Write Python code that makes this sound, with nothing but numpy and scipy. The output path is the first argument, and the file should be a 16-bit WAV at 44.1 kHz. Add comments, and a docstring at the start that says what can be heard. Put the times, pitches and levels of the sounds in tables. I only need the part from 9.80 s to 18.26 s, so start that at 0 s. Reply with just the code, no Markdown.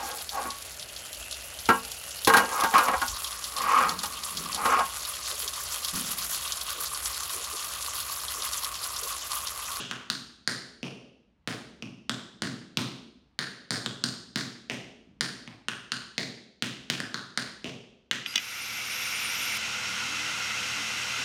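"""A dancer in tap shoes steps on the sprung wooden floor of a bare studio, a few metres from a phone.
Each blow excites resonances: the steel plates and sole clack, planks knock and boards thud.
Mirror, ceiling and walls return a few sharp echoes, then a dense tail of decaying noise bands.
Soft weight shifts sound the boards alone; faint ventilation is filtered noise, slowly wavering."""
import sys
import numpy as np
from scipy import signal
from scipy.fft import rfft, irfft, next_fast_len
from scipy.io import wavfile
from scipy.ndimage import uniform_filter1d

SR = 44100
rng = np.random.default_rng(int(sys.argv[2]) if len(sys.argv) > 2 else 0)


def wav_out(sig):
    """Save sig, one row per channel (or a flat mono array), as 16-bit PCM at SR to the path in sys.argv[1]."""
    wavfile.write(sys.argv[1], SR, np.round(np.clip(np.atleast_2d(sig).T, -1, 1) * 32767).astype(np.int16))


N = 373086
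LEAD = SR // 5  # samples computed ahead of time zero, for a blow that starts earlier
PLACES = 6  # spots on the floor, each with its own room response


def undb(db):
    """Decibel law: level in dB to amplitude gain."""
    return 10 ** (np.asarray(db) / 20)


def ring(modes, db, chance, detune):
    """Modal resonance: power spectrum of struck modes; db is the rms if all came within 10 ms."""
    hz, mode_db, t60 = np.transpose(modes)[:, :, None]
    count = len(hz)
    # each blow shifts the pitches and levels of the modes a little
    hz = hz * (1 + detune * chance[::-1][:count, None])
    mode_db = mode_db + 0.58 * chance[:count, None]
    f = np.fft.rfftfreq(SR // 2, 1 / SR) + 1
    width = np.log(1000) / (2 * t60)
    # contact and plate resonate in series, so the flanks fall steeply
    resonance = 1 / (1 + ((f - hz ** 2 / f) / width) ** 2) ** 2
    power = np.sum(undb(2 * mode_db) / width * resonance, axis=0)
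    return power * undb(2 * db) * (SR / 100) * len(f) / power.sum()


def blow(power):
    """Minimum phase: the causal, most sudden sound that has this power spectrum."""
    cepstrum = irfft(np.log(power) / 2)
    half = len(cepstrum) // 2
    # folding the cepstrum onto positive time makes the sound causal
    cepstrum[1:half] *= 2
    cepstrum[half + 1:] = 0
    return irfft(np.exp(rfft(cepstrum)))[:half]


def push(x, seconds):
    """Contact time as a low-pass: a softer contact is a longer, rounder push."""
    w = np.hanning(int(seconds * SR) + 3)
    return np.convolve(x, w / w.sum())[:len(x)]


def late(x, seconds):
    """Pure delay: the same sound, starting later."""
    return np.roll(x, int(seconds * SR))


def add(track, s, x):
    """Superposition: mixes a sound in at a time in seconds."""
    i = LEAD + int(s * SR)
    track[i:i + len(x)] += x[:len(track) - i]


# Modes of the toe and heel plates. 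Each row: frequency in Hz and T60 in s (both before the
# ratios of each blow), with the relative level in dB between them.
TOE = [(3416, -15, .004), (4317, 3, 0.0021), (6770, -10.5, 0.0021)]
HEEL = [(2890, 4.5, 0.0035), (4900, -11, 0.0032), (5980, -5.5, 0.0018)]
SOLE_T60_S = 0.0043  # before the ring length ratio


def clacks(length, sole_hz, sole_db, pitch, toe_db, heel_db, chance):
    """Sequential impact: sole, heel and toe plate clack; returns their sum and total power spectrum."""
    sole = [(sole_hz, 0, length * SOLE_T60_S)]
    # a plate pressed harder to the floor rings higher; one that leaves at once rings longer
    heel = np.array(HEEL) * (pitch, 1, length)
    toe = np.array(TOE) * (pitch, 1, length)
    x, total = 0, 0
    parts = ((sole, sole_db, 1), (heel, heel_db, -1), (toe, toe_db, 1))
    for modes, db, polarity in parts:
        spectrum = ring(modes, db, chance, 0.0081)
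        # the plate edge touches first, so lower parts speak later
        x = x + polarity * late(blow(spectrum), .7 / modes[0][0])
        total = total + spectrum
    return x, total


# Modes of the sprung boards. Each row: frequency in Hz, relative level in dB, T60 in s.
BOARDS = [(126, -2, 0.093), (178, -17, 0.035), (182.2, -5, 0.1), (230, 2, 0.04), (257.3, -1, 0.049),
          (325.7, -3, .06)]


def thud(db, chance, detune, contact_s):
    """Plate vibration: the boards sound their low modes, rounded by the contact time."""
    return push(blow(ring(BOARDS, db, chance, detune)), contact_s)


# High modes of the steel, then modes of the planks. Each row: frequency in Hz, relative level in dB,
# T60 in s.
PLATE = [(8790, 5.5, 0.004), (10800, -8, 0.0029), (12900, -8.5, 0.0025), (15300, -20.5, .003)]
PLANKS = [(410, 6, 0.02), (597, 2.5, 0.011), (740, -1.5, 0.0036), (1190, -19.5, 0.0033)]
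SHARED_COLOUR = 0.33  # share of the room's sound that keeps the hollows between the clacks


def tap(row, room_db, chance):
    """Directivity: one blow as sent towards the phone, and averaged over all directions for the room."""
    length, knock_db, sole_hz, sole_db, pitch, toe_db, heel_db, treble_db, thud_db = row
    clack, clack_power = clacks(length, sole_hz, sole_db, pitch, toe_db, heel_db, chance)
    treble = ring(PLATE, treble_db, chance, .02)
    knock = ring(PLANKS, knock_db, chance, .03)
    low = thud(thud_db, chance, 0.011, 0.0021)
    x = clack + blow(treble) + late(blow(knock), 0.00071)
    total = clack_power + treble + knock
    # parts interfere towards the phone, but their powers add over many directions
    interfering = abs(rfft(x, SR // 2)) ** 2
    around = blow(SHARED_COLOUR * interfering + (1 - SHARED_COLOUR) * total + 1e-18)
    # the bass spreads evenly, whichever way the shoe faces
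    return x - low, undb(room_db) * around - low


# legs and shoes throw a short rattle after the direct blow
SCATTER_DB, SCATTER_T60_S = -6, 0.04
# nearby surfaces: delay in ms, level in dB before half the room level and a small random change
NEAR_ECHO_MS, NEAR_ECHO_DB = (5.6, 8.3), (-16, -15.5)


def close_by(x, room_db, noise, chance):
    """Scattering and reflection: direct blow, a rattle off legs and shoes, two nearby echoes."""
    path = noise * 1000. ** (-np.arange(len(noise)) / SR / SCATTER_T60_S)
    path = path * undb(SCATTER_DB) / np.sqrt(np.sum(path ** 2))
    path[0] = 1  # direct sound
    for ms, db, c in zip(NEAR_ECHO_MS, NEAR_ECHO_DB, chance):
        path[int(ms * SR / 1000)] += undb(db + room_db / 2 + 2 * c)
    return signal.fftconvolve(x, path)


# Blows of the shoes. Each row: start in seconds, shift of each wall echo from their mean delay in ms,
# ring length ratio, knock level in dB, sole clack in Hz, sole clack level in dB, plate pitch ratio,
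# toe plate level in dB, heel plate level in dB, treble level in dB, thud level in dB,
# room level in dB (all of the blow but its thud).
TAPS = [(-0.0602, .15, 0.84, -40, 1550, -33, 1.05, -40, -23, -51.5, -36, 0),
        (0.112, .1, 0.79, -49.5, 1480, -32.5, 1, -50, -33, -55.5, -43.5, -0.5),
        (0.3008, .1, 0.98, -49.5, 1490, -35, 0.95, -27.5, -39, -41, -37.5, 0),
        (0.6757, .1, 1.09, -42.5, 1690, -30, 1.046, -27.5, -40.5, -39.5, -35.5, 2),
        (1.0298, 1.5, 1.13, -43.5, 1210, -51.5, 0.93, -77, -38.5, -59, -34.5, 5.5),
        (1.6749, .8, 0.5, -41.5, 1700, -36, 0.98, -37.5, -39.5, -50, -32, 4),
        (2.0238, .1, 1.24, -48.5, 1190, -51.5, .92, -73, -38.5, -63, -36, -1),
        (2.295, .1, 0.92, -41, 1500, -32, 1.206, -37.5, -29, -52.5, -33.5, -1.5),
        (2.6209, .2, .8, -41, 1650, -33.5, 1.01, -33.5, -37.5, -48, -27, 2),
        (2.972, .1, 0.7, -40, 1240, -34.5, 0.85, -28, -32.5, -43.5, -27, 1.5),
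        (3.59, .1, 1.06, -44, 1696, -30, 0.99, -30.5, -39.5, -44.5, -37.5, 1.5),
        (3.907, .1, 0.91, -42, 1680, -34.5, 1.03, -29.5, -49, -41, -31.5, 5),
        (4.0611, .1, 0.96, -41.5, 1420, -37, 1.19, -48, -30.5, -69, -36.5, -1.5),
        (4.2394, .1, 1.08, -44, 1540, -35, 1.03, -26, -40, -39.5, -33, 0.5),
        (4.5587, .1, 0.71, -45, 1680, -34, .97, -30, -56, -48.5, -30, 4),
        (4.8985, 1.5, .8, -42, 2030, -40.5, 0.96, -69, -35.5, -54.5, -33.5, 5.5),
        (5.409, .1, 0.85, -42.5, 1725, -30, 1.035, -28, -35.5, -40.5, -34, 1),
        (5.6761, .1, 0.71, -60, 960, -50.5, 0.76, -55, -46.5, -69, -44.5, 0.5),
        (5.8844, .1, 0.94, -45, 1605, -30, 1, -41.5, -29, -45, -41.5, -1.5),
        (6.1194, .1, 1.34, -51, 1520, -32, 1.01, -30.5, -34.5, -44.5, -40.5, 0.5),
        (6.3802, .1, 0.97, -39, 2030, -32.5, .97, -29.5, -59, -47.5, -32, 2),
        (6.8236, .1, 0.64, -43.5, 1760, -34.5, 1, -36.5, -27.5, -51, -32.5, 1),
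        (7.1003, .1, 0.62, -41, 1750, -35.5, 0.97, -34, -27.5, -48.5, -32, 1),
        (7.2023, .1, 1.5, -44, 1640, -32, 1.15, -38, -42.5, -49, -40, -1.5),
        (7.3435, .1, 1.18, -49, 1434, -33.5, .95, -32.5, -53, -52.5, -41, 0.5),
        (7.5752, .1, 0.92, -43, 1670, -28.5, 1.01, -28, -37, -42.5, -37.5, -0.5),
        (7.8437, 1.5, 0.82, -43.5, 1080, -53.5, 0.97, -62, -38.5, -65, -34, 7),
        (8.3122, .1, 0.84, -43.5, 1827, -28, 1, -36, -25, -78, -39, -1)]
WALL_ECHO_MS, WALL_ECHO_DB = 13.5, (-7, -16.5)  # mean delay of a pair of walls; level of each


def taps(near, sent):
    """Specular reflection: adds each blow and its two wall echoes, and sends it into the room."""
    draws = rng.standard_normal((len(TAPS), SR // 40))
    for k, ((s, split_ms, *row, room_db), draw) in enumerate(zip(TAPS, draws)):
        x, around = tap(row, room_db, draw[:6])
        add(near, s, close_by(x, room_db, draw[8:], draw[6:8]))
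        # two walls answer together, or apart when the foot lands off centre
        for side, db in zip((-1, 1), WALL_ECHO_DB):
            echo = push(undb(db) * around, 0.0002)
            add(near, s + (WALL_ECHO_MS + side * split_ms) / 1000, echo)
        add(sent[k % PLACES], s, around)


# Lone echoes of far walls: delay in ms before a random shift, and level in dB before a random change.
FAR_ECHO_MS = (21.5, 33, 36.5, 50.5, 56.2)
FAR_ECHO_DB = (-27, -17.5, -17.5, -13.5, -20)
# Dense tail. Each row: frequency in Hz, T60 in s, energy in dB above the sound sent into the room.
TAIL = [(60, 0.48, -1.5), (122, 0.47, 7.5), (247, 0.92, 2.5), (495, 0.87, 2.5), (930, 0.61, 3.5),
        (1950, 0.65, -2.5), (3850, 0.72, -2.5), (8900, 0.54, -2), (16100, 0.35, -4.5)]
TAIL_START_S, TAIL_RISE_S = .011, 0.0034  # onset and time constant of the build-up


def studio():
    """Reverberation: late response from one place, lone echoes in noise that dies band by band."""
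    t = np.arange(SR) / SR
    out = np.zeros(SR)
    changes = rng.standard_normal((len(FAR_ECHO_MS), 2))
    for ms, db, (shift, gain) in zip(FAR_ECHO_MS, FAR_ECHO_DB, changes):
        out[int(ms * (1 + shift / 100) * SR / 1000)] = undb(db + 1.5 * gain)
    out = push(out, .0001)

    # reflections come in clumps at first and merge as they multiply
    clumps = np.interp(t, np.arange(700) / 700, rng.standard_normal(700))
    patchy = undb(4.3 * clumps * np.exp(-t / 0.1))
    noise = rng.standard_normal(SR) * patchy
    # even out the power over 50 ms, so that only the clumping remains
    noise = rfft(noise / np.sqrt(uniform_filter1d(patchy ** 2, size=SR // 20)))

    rise = 1 - np.exp(-np.maximum(t - TAIL_START_S, 0) / TAIL_RISE_S)
    hz, t60, db = np.transpose(TAIL)
    octaves = np.log2(np.fft.rfftfreq(SR, 1 / SR) + 1)
    # overlapping triangular bands half an octave apart
    for centre in np.arange(5.5, 15, .5):
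        band = irfft(noise * np.clip(1 - 2 * abs(octaves - centre), 0, 1))
        shape = rise * 1000. ** (-t / np.interp(centre, np.log2(hz), t60))
        gain = undb(np.interp(centre, np.log2(hz), db)) / np.sqrt(np.sum(shape ** 2))
        out = out + band * shape * gain
    return out


# Spectrum of the air noise. Each row: frequency in Hz, relative level in dB per Hz.
AIR = [(25, -43), (40, -26.5), (59, -10.5), (75, -12.5), (100, -24), (210, -17), (400, -43.5), (800, -36),
       (3000, -45.5), (8000, -63.5), (16000, -77)]
AIR_DB = -68  # rms level about which the waver moves


def ventilation():
    """Shaped broadband noise: steady rumble with a hump near the mains frequency, wavering slowly."""
    hz, db = np.transpose(AIR)
    size = next_fast_len(N)
    f = np.fft.rfftfreq(size, 1 / SR) + 1
    gain = undb(np.interp(np.log(f), np.log(hz), db))
    x = irfft(rfft(rng.standard_normal(size)) * gain, size)[:N]
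    waver = np.interp(np.arange(N), np.linspace(0, N, 25), rng.standard_normal(25))
    return x / x.std() * undb(AIR_DB + 3.4 * waver)


# Soft weight shifts, no steel. Each row: start in seconds, level in dB.
STEPS = [(2.506, -57), (2.832, -48.5), (3.183, -72), (4.45, -53.5), (5.27, -51.5)]


def weight_shifts(near, sent):
    """Soft excitation: a slow contact drives the boards alone, heard directly and through the room."""
    chances = rng.standard_normal((len(STEPS), 6))
    for k, ((s, level_db), chance) in enumerate(zip(STEPS, chances)):
        x = thud(level_db, chance, 0.037, 0.0024)
        add(near, s, x)
        add(sent[k % PLACES], s, x)


FLOOR_LOW_HZ = 98.5  # the boards radiate little below their first mode


def scene():
    """Superposition: early sound, the room's answer by convolution, and the ventilation."""
    near = np.zeros(LEAD + N)
    sent = np.zeros((PLACES, LEAD + N))
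    taps(near, sent)
    weight_shifts(near, sent)
    wet = sum(signal.fftconvolve(x, studio())[:LEAD + N] for x in sent)
    floor = signal.butter(4, FLOOR_LOW_HZ, "high", fs=SR, output="sos")
    steps = signal.sosfilt(floor, near + wet)
    return (steps[LEAD:] + ventilation())[None]


TOP_HZ = 16700  # cut-off


def record(dry):
    """Band limiting: a steep elliptic low-pass; nothing is heard above the cut-off."""
    return signal.sosfilt(signal.ellip(10, .2, 70, TOP_HZ, fs=SR, output="sos"), dry)


dry = scene()
out = record(dry)
wav_out(out)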